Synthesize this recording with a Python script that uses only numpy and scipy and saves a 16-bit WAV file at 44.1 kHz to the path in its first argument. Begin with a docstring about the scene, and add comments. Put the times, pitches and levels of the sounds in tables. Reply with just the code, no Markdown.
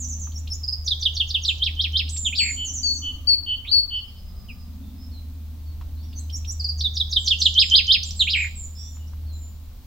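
"""Among bare trees, thin falling whistles open; nearest the microphones a bird gives a long phrase of upsweeps,
zigzags with falling slurs, loud arches and a closing buzz. A see-saw of two notes follows, off to the left, over
soft slurs, a short buzz and far calls; then the near phrase returns, louder, and thin whistles last to the end.
Voices are wavering tones scattered by trunks and twigs, with a few ticks of wood. Throughout lie an engine's
low tone, traffic as a drifting band of noise, and the rumble and hiss of shaped noise."""
import sys
import numpy as np
from scipy import signal
from scipy.fft import rfft, irfft, next_fast_len
from scipy.io import wavfile
from scipy.ndimage import uniform_filter1d, map_coordinates

SR = 44100
rng = np.random.default_rng(int(sys.argv[2]) if len(sys.argv) > 2 else 0)


def output_pcm(signal):
    """Save a mono or channel-first signal as 16-bit PCM at the path in sys.argv[1].

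    Samples are clipped to [-1, 1] before scaling.
    """
    pcm = np.clip(np.atleast_2d(signal).T, -1, 1) * 32767
    wavfile.write(sys.argv[1], SR, np.round(pcm).astype(np.int16))


N = 434826  # samples in the scene


def amp(db):
    """Decibels to a linear factor."""
    return 10 ** (np.asarray(db) / 20)


def unit(x):
    """Scale to an RMS of one."""
    return x / np.sqrt(np.mean(x ** 2) + 1e-20)


def along(points, hz):
    """Read (frequency [Hz], value) points on a log frequency axis."""
    f, v = np.transpose(points)
    return np.interp(np.log(hz + 1), np.log(f + 1), v)


def curves(rows):
    """One value per sample of the whole scene for each column after the time."""
    s, *cols = np.transpose(rows)
    return [np.interp(np.arange(N) / SR, s, c) for c in cols]


def gesture(rows, size=110):
    """One note's columns per sample, with the corners rounded as muscles would (size in samples)."""
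    s, *cols = np.transpose(rows)
    t = np.arange(s[0], s[-1], 1 / SR)
    return [uniform_filter1d(np.interp(t, s, c), size) for c in cols]


def wobble(rate, n):
    """A smooth random curve of n samples, rate knots a second."""
    knots = rng.standard_normal(int(n * rate / SR) + 4)
    return map_coordinates(knots, [np.arange(n) * rate / SR])


def filtered(x, response):
    """Multiply the spectrum of x by a response of frequency."""
    m = next_fast_len(N + SR // 2)
    return irfft(rfft(x, m) * response(np.fft.rfftfreq(m, 1 / SR)), m)[..., :N]


def add(track, s, sound):
    """Mix a sound into a track at time s."""
    part = track[round(s * SR):][:len(sound)]
    part += sound[:len(part)]


ATTACK_S = .0028  # soft edge of a note


def whistle(hz, db, jitter=0.012, second_db=-45, third_db=-46, release_s=ATTACK_S):
    """The syrinx: a nearly pure tone whose pitch wavers by a share (jitter) and whose edges are soft."""
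    n = len(hz)
    t = np.arange(n) / SR
    phase = 2 * np.pi * np.cumsum(hz * (1 + jitter * wobble(900, n))) / SR
    edges = np.clip(np.minimum(t / ATTACK_S, t[::-1] / release_s), 0, 1)
    gate = np.sin(np.pi / 2 * edges) ** 2
    tone = np.sin(phase) + amp(second_db) * np.sin(2 * phase) + amp(third_db) * np.sin(3 * phase)
    return np.sqrt(2) * amp(db) * gate * tone


def glide(length, start_hz, end_hz, db, sag, crest, start_db, end_db):
    """Pitch and level of a note: sag above 1 bends the pitch early, below 1 late; db holds at the crest."""
    u = np.linspace(0, 1, int(length * SR))
    before = start_db * (1 - u / crest) ** 2
    after = end_db * ((u - crest) / (1 - crest)) ** 2
    return end_hz + (start_hz - end_hz) * (1 - u) ** sag, db + np.where(u < crest, before, after)


def flutter(rate_hz, n, unrest):
    """The pitch or level shake of a buzzing or pulsing note, its rate wandering by a share (unrest)."""
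    return np.sin(2 * np.pi * np.cumsum(rate_hz * (1 + unrest * wobble(60, n))) / SR)


# how long the trees ring on: (frequency [Hz], time to fall 60 dB [s])
TREE_DECAY = [(1500, 0.24), (3500, 0.55), (7000, 0.78), (14000, 0.98)]


def woods(x, pan_db, twigs_db, tail_db, twigs_t60):
    """Direct sound, a dense quick scatter from nearby branches and the slower answer of the trees."""
    hz, t, z = signal.stft(rng.standard_normal((2, SR)), SR, nperseg=256)
    decay = amp(-60 * t / along(TREE_DECAY, hz)[:, None])
    build_up = 1 - np.exp(-t / 0.0042)
    tail = signal.istft(z * decay * build_up, SR, nperseg=256)[1]

    lag = np.arange(tail.shape[1]) / SR
    scatter = rng.standard_normal(tail.shape) * amp(-60 * lag / twigs_t60) * (1 - np.exp(-lag / 0.0027))

    # scatter and tail are set in dB against the direct sound
    paths = amp(tail_db) * tail / np.linalg.norm(tail[0])
    paths += amp(twigs_db) * scatter / np.linalg.norm(scatter[0])
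    paths[:, 0] += 1
    # positive pan_db leans left
    return signal.fftconvolve(x[None], paths, axes=1)[:, :N] * amp([[pan_db / 2], [-pan_db / 2]])


def near_bird():
    """Closest to the microphones: two phrases grow from thin upsweeps to loud arches and end in a buzz."""
    voice = opening() + trill() + arches() + closing() + asides()
    # the pressure behind the notes is uneven, so each stroke trembles in its own way
    voice *= amp(0.71 * wobble(160, N))
    # a faint bright hiss, shaped noise, follows the level of the notes
    loudness = np.sqrt(np.abs(uniform_filter1d(voice ** 2, size=220)))
    bright = [(800, -2.0), (8000, 7), (13000, 2)]  # (frequency [Hz], gain [dB])
    hiss = filtered(rng.standard_normal(N), lambda hz: amp(along(bright, hz)))
    voice += amp(-42) * loudness * hiss
    return woods(voice, pan_db=-2.0, twigs_db=-3.5, tail_db=-8.5, twigs_t60=0.1)


def slur(length, start_hz, end_hz, db):
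    """A clean falling note, its pitch dropping fastest at the start."""
    return whistle(*glide(length, start_hz, end_hz, db, sag=1.7, crest=0.32, start_db=-15.5, end_db=-21.5))


def rasp(length, end_hz, db, start_hz=2200):
    """A rising note made rough by strong random pitch wavering."""
    note = glide(length, start_hz, end_hz, db, sag=1.5, crest=.5, start_db=-6.5, end_db=-9)
    return whistle(*note, jitter=0.12, second_db=-25)


# shape of an upsweep about its knee: (time from the knee [s], pitch [Hz], relative level [dB])
UPSWEEP_SHAPE = [(-.034, 5650, -9.5), (-.012, 5500, 4.5), (0, 5750, 5.5), (.008, 7200, -5),
                 (0.012, 7750, -9.5), (0.026, 6700, 3)]
# upsweeps, each led by a rasp: (time of the knee [s], level [dB], pitch [ratio], rasp level [dB])
UPSWEEP_NOTES = [(.377, -42.5, 1.0, -50.5), (.533, -34, .96, -40), (6.188, -45, 1.105, -49),
                 (6.357, -37.5, 1, -41), (6.506, -35, 1.016, -42)]
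RASP_LEAD_S, RASP_S, RASP_TO_HZ = .061, 0.011, 4390
# quick falling peeps: (time [s], level of the first [dB], start pitch [Hz], end pitch [Hz])
PEEPS = [(.631, -28.5, 5380, 4683), (6.595, -27.5, 5110, 4440)]
PEEP_EVERY_S, PEEP_S, PEEP_GROWS_DB = .0455, 0.0281, 5


def opening(count=3):
    """Rasps and thin upsweeps, then a run of peeps of which the first is softer."""
    voice = np.zeros(N)
    hz, db = gesture(UPSWEEP_SHAPE)
    for s, level, ratio, rasp_db in UPSWEEP_NOTES:
        add(voice, s - RASP_LEAD_S, rasp(RASP_S, RASP_TO_HZ, rasp_db))
        add(voice, s + UPSWEEP_SHAPE[0][0], whistle(hz * ratio, db + level, second_db=-25))
    for s, level, start_hz, end_hz in PEEPS:
        for k in range(count):
            peep_db = level + PEEP_GROWS_DB * (k > 0)
            add(voice, s + k * PEEP_EVERY_S, slur(PEEP_S, start_hz, end_hz, peep_db))
    return voice


# shape of a zigzag about its lowest turn: (time from the turn [s], pitch [Hz], relative level [dB])
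ZIGZAG_SHAPE = [(-.036, 5700, -27), (-.027, 7000, -23), (-.019, 6200, -20), (-.015, 5800, -8),
                (-.006, 5300, -10), (-.003, 4500, -2), (0, 3350, 0), (.003, 4500, 1), (.008, 4850, -2),
                (.015, 4550, -17)]
# zigzags, each followed by a falling slur: (time of the turn [s], zigzag level [dB], time from the turn
# to the slur [s], slur length [s], slur start pitch [Hz], slur end pitch [Hz], slur level [dB])
ZIGZAG_SLURS = [ (0.88, -21.5, .025, .036, 4170, 3190, -18), (1.028, -25, .023, .031, 4090, 2783, -15.5),
                (1.171, -25, .026, 0.033, 3937, 2670, -17), (1.308, -26, 0.032, .038, 4037, 2610, -17.5),
                (1.453, -23, .023, .042, 4510, 2455, -18), (6.811, -25, .024, .05, 4100, 3394, -20),
                (6.972, -24.5, 0.026, .03, 4106, 3252, -17.5),
                (7.130, -22.5, .029, .028, 4110, 2950, -14.5), (7.278, -18, .023, 0.042, 4024, 2643, -14),
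                (7.42, -17, 0.032, .027, 4500, 2710, -11)]


def trill():
    """Zigzag and slur alternate, the slurs mostly reaching lower as the phrase goes on."""
    voice = np.zeros(N)
    hz, db = gesture(ZIGZAG_SHAPE)
    for s, level, slur_after, *fall in ZIGZAG_SLURS:
        add(voice, s + ZIGZAG_SHAPE[0][0], whistle(hz, db + level, jitter=0.05, second_db=-34))
        add(voice, s + slur_after, slur(*fall))
    return voice


# an arch holds low, climbs and drops: (time from the drop [s], pitch [Hz], relative level [dB])
ARCH_SHAPE = [(-.069, 3150, -14), (-.052, 3060, -5), (-.045, 3080, -5), (-.037, 3220, 1), (-.025, 3800, 0),
              (-.017, 4850, -4), (-.011, 5050, -3), (-.004, 5050, -5), (.004, 3450, -1), (.013, 2720, -6),
              (.022, 2350, -18), (.033, 1800, -34)]
# three arches crown each phrase: (time of the drop [s], climb stretch [ratio], drop stretch [ratio],
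# level [dB], lift of the top [Hz], change at the top [dB], change in the low lead-in [dB], flick level [dB])
ARCHES = [(1.661, 0.99, 1.1, -18.5, 377.5, -14.5, -12, -39.5),
          (1.839, 1.11, 1.1, -19, 401.5, -13.5, -10.5, -44),
          (1.991, 0.88, 1.05, -18.5, 86.5, -4, -3.5, -39), (7.614, 0.93, 1.03, -12.5, 60, 1, -3, -23),
          (7.78, 1.03, 1.08, -12, -77.5, 1, 2.5, -19.5), (7.94, 0.91, 1, -12.5, 28.5, -1, 0.5, -25)]
# a steep downward flick leads each arch; its lead stretches with the climb
FLICK_LEAD_S, FLICK_S, FLICK_FROM_HZ, FLICK_TO_HZ = .079, 0.0044, 8300, 4500


def arches(top_from_hz=3600, top_hz=5000):
    """A flick, then a loud arch whose top varies in height and strength."""
    voice = np.zeros(N)
    t, pitch, shape_db = np.transpose(ARCH_SHAPE)
    for s, climb, drop, level, lift_hz, top_db, lead_db, flick_db in ARCHES:
        stretched = t * np.where(t < 0, climb, drop)
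        hz, db = gesture(np.transpose([stretched, pitch, shape_db]))
        top = np.clip((hz - top_from_hz) / (top_hz - top_from_hz), 0, 1)
        lead = np.interp(t[0] + np.arange(len(hz)) / SR / climb, t[2:4], [1, 0])
        db = db + level + top_db * top + lead_db * lead
        add(voice, s - climb * FLICK_LEAD_S, slur(FLICK_S, FLICK_FROM_HZ, FLICK_TO_HZ, flick_db))
        add(voice, s + climb * t[0], whistle(hz + lift_hz * top, db, jitter=0.012))
    return voice


BUZZ_RATE_HZ, QUAVER_RATE_HZ = 172, 60
# rough rising squeaks after the arches: (time [s], length [s], end pitch [Hz], level [dB])
SQUEAK_NOTES = [(2.075, 0.039, 8330, -36.5), (2.162, .026, 7530, -37), (8.027, .014, 7210, -26.5),
                (8.106, 0.0079, 6750, -29)]
# the closing buzz, an arch sinking into a low quaver: (time from the drop [s], pitch [Hz], relative level [dB])
BUZZ_SHAPE = [(-.064, 2100, -12), (-.054, 2600, 1), (-.046, 3200, -6), (-.027, 4450, -3), (-.004, 4500, -8),
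              (.004, 3260, 1), (.021, 2360, -1), (.036, 2520, -6), (.085, 2370, -7), (.125, 2290, -10),
              (.147, 2100, -31)]
# a buzzing slur and the buzz close each phrase: (time of the drop [s], level [dB], change in the climb [dB],
# brief change within the climb [dB], slur start pitch [Hz], slur level [dB])
CLOSING_NOTES = [(2.388, -23, -2.5, -12.5, 3780, -21.5), (8.333, -19.5, -1, 0, 4440, -15.5)]
BUZZ_SLUR_LEAD_S, BUZZ_SLUR_S, BUZZ_SLUR_TO_HZ = .141, .044, 2580
BUZZ_SWING, SLUR_SWING, QUAVER_SWING = .16, .04, .07  # shares of the pitch
BUZZ_BUILDS_S, QUAVER_AFTER_S = .025, .021
QUAVER_SWING_DB, QUAVER_ROUGH = 3, .05  # level swing; added pitch jitter as a share
CATCH_LEAD_S, CATCH_S = .044, .007  # the brief level change: time before the drop, width


def closing():
    """Squeaks, a buzzing slur, then an arch that buzzes as it climbs, drops cleanly and ends in a rough quaver."""
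    voice = np.zeros(N)
    for s, length, end_hz, level in SQUEAK_NOTES:
        add(voice, s, rasp(length, end_hz, level))
    for s, level, climb_db, catch_db, slur_hz, slur_db in CLOSING_NOTES:
        hz, db = glide(BUZZ_SLUR_S, slur_hz, BUZZ_SLUR_TO_HZ, slur_db,
                       sag=.85, crest=.45, start_db=-14, end_db=-14)
        shake = SLUR_SWING * flutter(BUZZ_RATE_HZ, len(hz), unrest=.06)
        add(voice, s - BUZZ_SLUR_LEAD_S, whistle(hz * (1 + shake), db))

        hz, db = gesture(BUZZ_SHAPE)
        t = BUZZ_SHAPE[0][0] + np.arange(len(hz)) / SR
        climb = np.clip(-t / .005, 0, 1)
        tail = np.clip((t - QUAVER_AFTER_S) / .005, 0, 1)
        build = np.clip((t - t[0]) / BUZZ_BUILDS_S, 0, 1)
        buzz = climb * build * flutter(BUZZ_RATE_HZ, len(t), unrest=.1)
        quaver = tail * flutter(QUAVER_RATE_HZ, len(t), unrest=.3)
        catch = np.exp(-((t + CATCH_LEAD_S) / CATCH_S) ** 2)
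        db = db + level + climb_db * climb + catch_db * catch - QUAVER_SWING_DB * quaver
        hz = hz * (1 + BUZZ_SWING * buzz + QUAVER_SWING * quaver)
        add(voice, s + BUZZ_SHAPE[0][0], whistle(hz, db, jitter=0.017 + QUAVER_ROUGH * tail))
    return voice


# soft low slurs between the phrases: (time [s], length [s], start pitch [Hz], level [dB])
SOFT_SLURS = [(3.325, 0.032, 2950, -48.5), (4.483, .044, 3180, -41)]
# a lone rising buzz: (time [s], pitch [Hz], flutter swing [Hz], level [dB])
RISING_BUZZ = [(3.648, 2207, 150, -41), (3.668, 3060, 598, -43), (3.685, 3670, 241, -32),
               (3.698, 4240, 100, -32.5), (3.720, 4300, 60, -34)]


def asides():
    """Soft falling slurs and one fluttering, rising note in the pause between the phrases."""
    voice = np.zeros(N)
    for s, length, start_hz, level in SOFT_SLURS:
        add(voice, s, slur(length, start_hz, end_hz=2250, db=level))
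    hz, swing, db = gesture(RISING_BUZZ)
    shaken = hz + swing * flutter(BUZZ_RATE_HZ, len(hz), unrest=.06)
    add(voice, RISING_BUZZ[0][0], whistle(shaken, db, jitter=0.0098))
    return voice


# pairs of notes: (time [s], high note length [s], high note level [dB], low note level [dB])
SEESAW_PAIRS = [(2.374, 0.08, -19.5, -29), (2.829, .13, -21, -28.5), (3.271, 0.093, -14, -24),
                (3.713, 0.11, -14, -26.5)]
SEE_FROM_HZ, SEE_TO_HZ, SAW_AFTER_S = 4626, 4434, 0.19
SEESAW_LEAD_S, SEESAW_RELEASE_S = 7e-5, .02  # lead between the microphones; end of a note


def seesaw_bird():
    """Off to the left, a clear high note alternates with a lower, finely fluttering one that swells and tapers."""
    high, low = np.zeros(N), np.zeros(N)
    for s, length, high_db, low_db in SEESAW_PAIRS:
        note = glide(length, SEE_FROM_HZ, SEE_TO_HZ, high_db, sag=4.5, crest=.35, start_db=-9, end_db=-11)
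        add(high, s, whistle(*note, jitter=0.0012, second_db=-39, third_db=-40.5, release_s=SEESAW_RELEASE_S))
        hz, db = glide(.11, 3060, 3010, low_db, sag=1.5, crest=.53, start_db=-14, end_db=-14)
        shaken = hz + 110 * flutter(219.5, len(hz), unrest=0.069)
        add(low, s + SAW_AFTER_S, whistle(shaken, db, jitter=0.0054, release_s=SEESAW_RELEASE_S))
    both = woods(high, pan_db=7, twigs_db=-10, tail_db=-10, twigs_t60=.2)
    both = both + woods(low, pan_db=1.0, twigs_db=-4.5, tail_db=-4.5, twigs_t60=0.085)
    # it sits to one side, so its song reaches the left microphone first
    sides = np.array([[1], [-1]])
    return filtered(both, lambda hz: np.exp(1j * np.pi * hz * SEESAW_LEAD_S * sides))


# runs of quick thin falling notes: (time [s], level [dB])
QUICK_FALLS = [(0, -34), (.085, -35.5), (.195, -38), (2.646, -32.5), (2.736, -31.5), (2.83, -35),
               (2.938, -36.5)]
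FALL_S, FALL_FROM_HZ, FALL_TO_HZ = 0.057, 7300, 5930
# a sag drops quickly and then settles: (position [share of its length], pitch [Hz], relative level [dB])
SAG_SHAPE = [(0, 7960, -6), (.18, 7493, -1.5), (.6, 7200, -1.5), (1, 7010, -0.5)]
# thin whistles that sag: (time [s], length [s], level [dB])
SAGGING_WHISTLES = [(1.466, 0.042, -45.5), (2.118, .17, -33), (2.386, .17, -33.5), (7.185, .11, -46),
                    (7.40, 0.1, -43.5), (7.61, .11, -45), (8.05, .045, -39.5), (8.160, .085, -40.5),
                    (8.360, 0.098, -42), (8.553, .11, -40.5), (8.785, .2, -55)]
# stray faint calls: (time [s], length [s], start pitch [Hz], end pitch [Hz], level [dB],
# pitch unrest [share of the pitch])
STRAY_CALLS = [(4.821, 0.123, 3610, 3550, -69, 0.011), (5.659, 0.061, 4535, 4354, -62, 0.0091),
               (4.978, 0.1, 5070, 5300, -56.5, 0.0092), (5.114, 0.086, 4470, 3980, -54.5, 0.015),
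               (5.96, .08, 4006, 4650, -61, 0.013), (6.025, 0.038, 5130, 5800, -60, .015),
               (6.077, 0.17, 5600, 3960, -59.5, 0.019), (8.75, .14, 5140, 5840, -46, .025),
               (8.763, 0.17, 3503, 3543, -59, 0.014), (8.994, .06, 2960, 2890, -59.5, .015),
               (9.068, 0.022, 4700, 6070, -57.5, .01), (9.262, .12, 4490, 3950, -58, 0.0088),
               (9.328, 0.15, 7160, 7160, -50, 0.0029)]


def thin_birds():
    """High whistles from further off, with more of the trees in them; quick notes waver more than long ones."""
    voice = np.zeros(N)
    for s, level in QUICK_FALLS:
        note = glide(FALL_S, FALL_FROM_HZ, FALL_TO_HZ, level, sag=1.5, crest=0.89, start_db=-1, end_db=-12)
        add(voice, s, whistle(*note, jitter=0.025))
    for s, length, level in SAGGING_WHISTLES:
        hz, db = gesture(np.array(SAG_SHAPE) * [length, 1, 1])
        add(voice, s, whistle(hz, db + level, jitter=0.0097))
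    for s, *row, unrest in STRAY_CALLS:
        note = glide(*row, sag=1.6, crest=.55, start_db=-7, end_db=-7)
        add(voice, s, whistle(*note, jitter=unrest))
    return woods(voice, pan_db=-3.5, twigs_db=0, tail_db=-8, twigs_t60=0.32)


# hoarse calls from far away: (time [s], level [dB])
HOARSE_CALLS = [(3.0, -68), (3.65, -69), (4.3, -70)]


def far_birds(count=4):
    """Almost lost among the trees: a pulsing whistle, randomly placed chirps and low, unsteady hoarse calls."""
    voice = np.zeros(N)
    hz, db = glide(0.68, 5050, 5000, -62.5, sag=0.95, crest=0.92, start_db=-1.5, end_db=1)
    add(voice, 3.95, whistle(hz, db + 6 * flutter(9.4, len(hz), unrest=.05)))
    for when, length, pitch, fall in rng.random((count, 4)):
        start_hz = 3200 + 1900 * pitch
        end_hz = start_hz * (1.08 - 0.93 * fall)
        note = glide(0.0496 + 0.097 * length, start_hz, end_hz, -68.5,
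                     sag=1, crest=0.2, start_db=-3.0, end_db=-16.0)
        add(voice, 4 + 5.7 * when, whistle(*note, jitter=.03))
    for s, level in HOARSE_CALLS:
        note = glide(0.55, 1210, 1170, level, sag=0.81, crest=0.36, start_db=2, end_db=-13.5)
        add(voice, s, whistle(*note, jitter=0.072))
    return woods(voice, pan_db=-2.5, twigs_db=-21.0, tail_db=-1, twigs_t60=.2)


# faint ticks in the twigs: (time [s], level [dB])
TWIG_TICKS = [(.27, -46.5), (5.812, -44), (8.968, -52.5), (9.132, -49.5)]


def twigs():
    """Small dull ticks of wood: short decays of noise shaped around a woody resonance."""
    push, t = np.zeros(N), np.arange(SR // 10) / SR
    for s, db in TWIG_TICKS:
        add(push, s, amp(db - 60 * t / 0.059))
    # (frequency [Hz], relative level [dB])
    wood = [(500, -16), (1150, 9.0), (1800, -8.5), (2600, -5.5), (5000, -12), (9000, -31.5)]
    tick = unit(filtered(rng.standard_normal(N), lambda hz: amp(along(wood, hz))))
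    return woods(push * tick, pan_db=0, twigs_db=-8, tail_db=-16, twigs_t60=.08)


# the distant engine: (time [s], firing rate [Hz], level [dB])
ENGINE_DRONE = [(0.0, 76.2, -33.5), (0.11, 77.4, -31), (1.03, 77.4, -33.5), (2.05, 77.4, -29),
                (2.73, 77.4, -41), (2.89, 77.4, -34), (4.5, 77.4, -48.5), (4.64, 77.4, -39),
                (6.85, 77.3, -28.5), (7.94, 77.3, -36), (8.46, 77.3, -32.5), (8.71, 77.3, -38),
                (9.25, 77.3, -29.5), (9.8, 77.3, -44.5)]


def engine():
    """A far engine: only its firing tone and a trace of the octave carry this far."""
    hz, db = curves(ENGINE_DRONE)
    phase = 2 * np.pi * np.cumsum(hz) / SR
    tone = np.sin(phase) + amp(-26.5) * np.sin(2 * phase)
    return np.sqrt(2) * amp(db + 1.1 * wobble(10, N)) * tone


# the far traffic: (time [s], centre frequency [Hz], level of the part alike in both microphones [dB])
TRAFFIC_RUMBLE = [(0.0, 215, -46.5), (0.3, 222.6, -51.8), (0.9, 207, -64.5), (1.7, 264.2, -58.5),
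                  (2.3, 219, -52.5), (3.1, 254, -50), (3.8, 253.5, -64), (4.3, 188.6, -52.5),
                  (4.85, 228.8, -45), (5.7, 252, -55.5), (6.22, 248, -49.5), (6.6, 238, -60),
                  (7.3, 212, -53), (8.3, 188.6, -52), (8.8, 215.7, -56), (9.2, 230, -53.5),
                  (9.86, 230, -59.5)]


def traffic(width_hz=55):
    """Far traffic: a soft band of rumble whose centre drifts, a little of it differing left to right."""
    hz, db = curves(TRAFFIC_RUMBLE)
    phase = 2 * np.pi * np.cumsum(hz) / SR

    def band():
        in_phase = wobble(2 * width_hz, N) * np.cos(phase)
        return unit(in_phase + wobble(2 * width_hz, N) * np.sin(phase))

    return amp(db) * (band() + amp(-14) * band() * np.array([[1], [-1]]))


# colour of the still air: (frequency [Hz], relative level per Hz [dB])
AIR_COLOUR = [(20, 2.5), (40, 8.5), (65, 7.5), (100, 1.5), (135, -12), (250, -20.5), (400, -24.5),
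              (900, -27), (1800, -35), (4000, -29), (10000, -39.5), (15000, -28)]
# left-right likeness of the air: (frequency [Hz], correlation [-1 to 1])
AIR_LIKENESS = [(60, 0.9), (250, 0.86), (1000, 0.89), (3000, 0.24), (10000, .05)]


def air():
    """Rumble much alike at both microphones, stirring with the breeze; the steady hiss is almost unrelated."""
    def mid_and_side(hz):
        turn = np.arccos(np.clip(along(AIR_LIKENESS, hz), -1, 1)) / 2
        return amp(along(AIR_COLOUR, hz)) * [np.cos(turn), np.sin(turn)]

    mid, side = filtered(rng.standard_normal((2, N)), mid_and_side)
    floor = amp(-40.5) * unit(np.array([mid + side, mid - side]))
    rumble = filtered(floor, lambda hz: 1 / (1 + (hz / 700) ** 2))
    hiss = floor - rumble
    return hiss + rumble * amp(1.3 * wobble(7, N))


def scene():
    """Birds in the trees over the distant engine, traffic and air."""
    birds = near_bird() + seesaw_bird() + thin_birds() + far_birds()
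    return birds + twigs() + engine() + traffic() + air()


def record(dry, top_hz=15850):
    """The recorder keeps nothing above its band limit."""
    return filtered(dry, lambda hz: hz < top_hz)


dry = scene()
out = record(dry)
output_pcm(out)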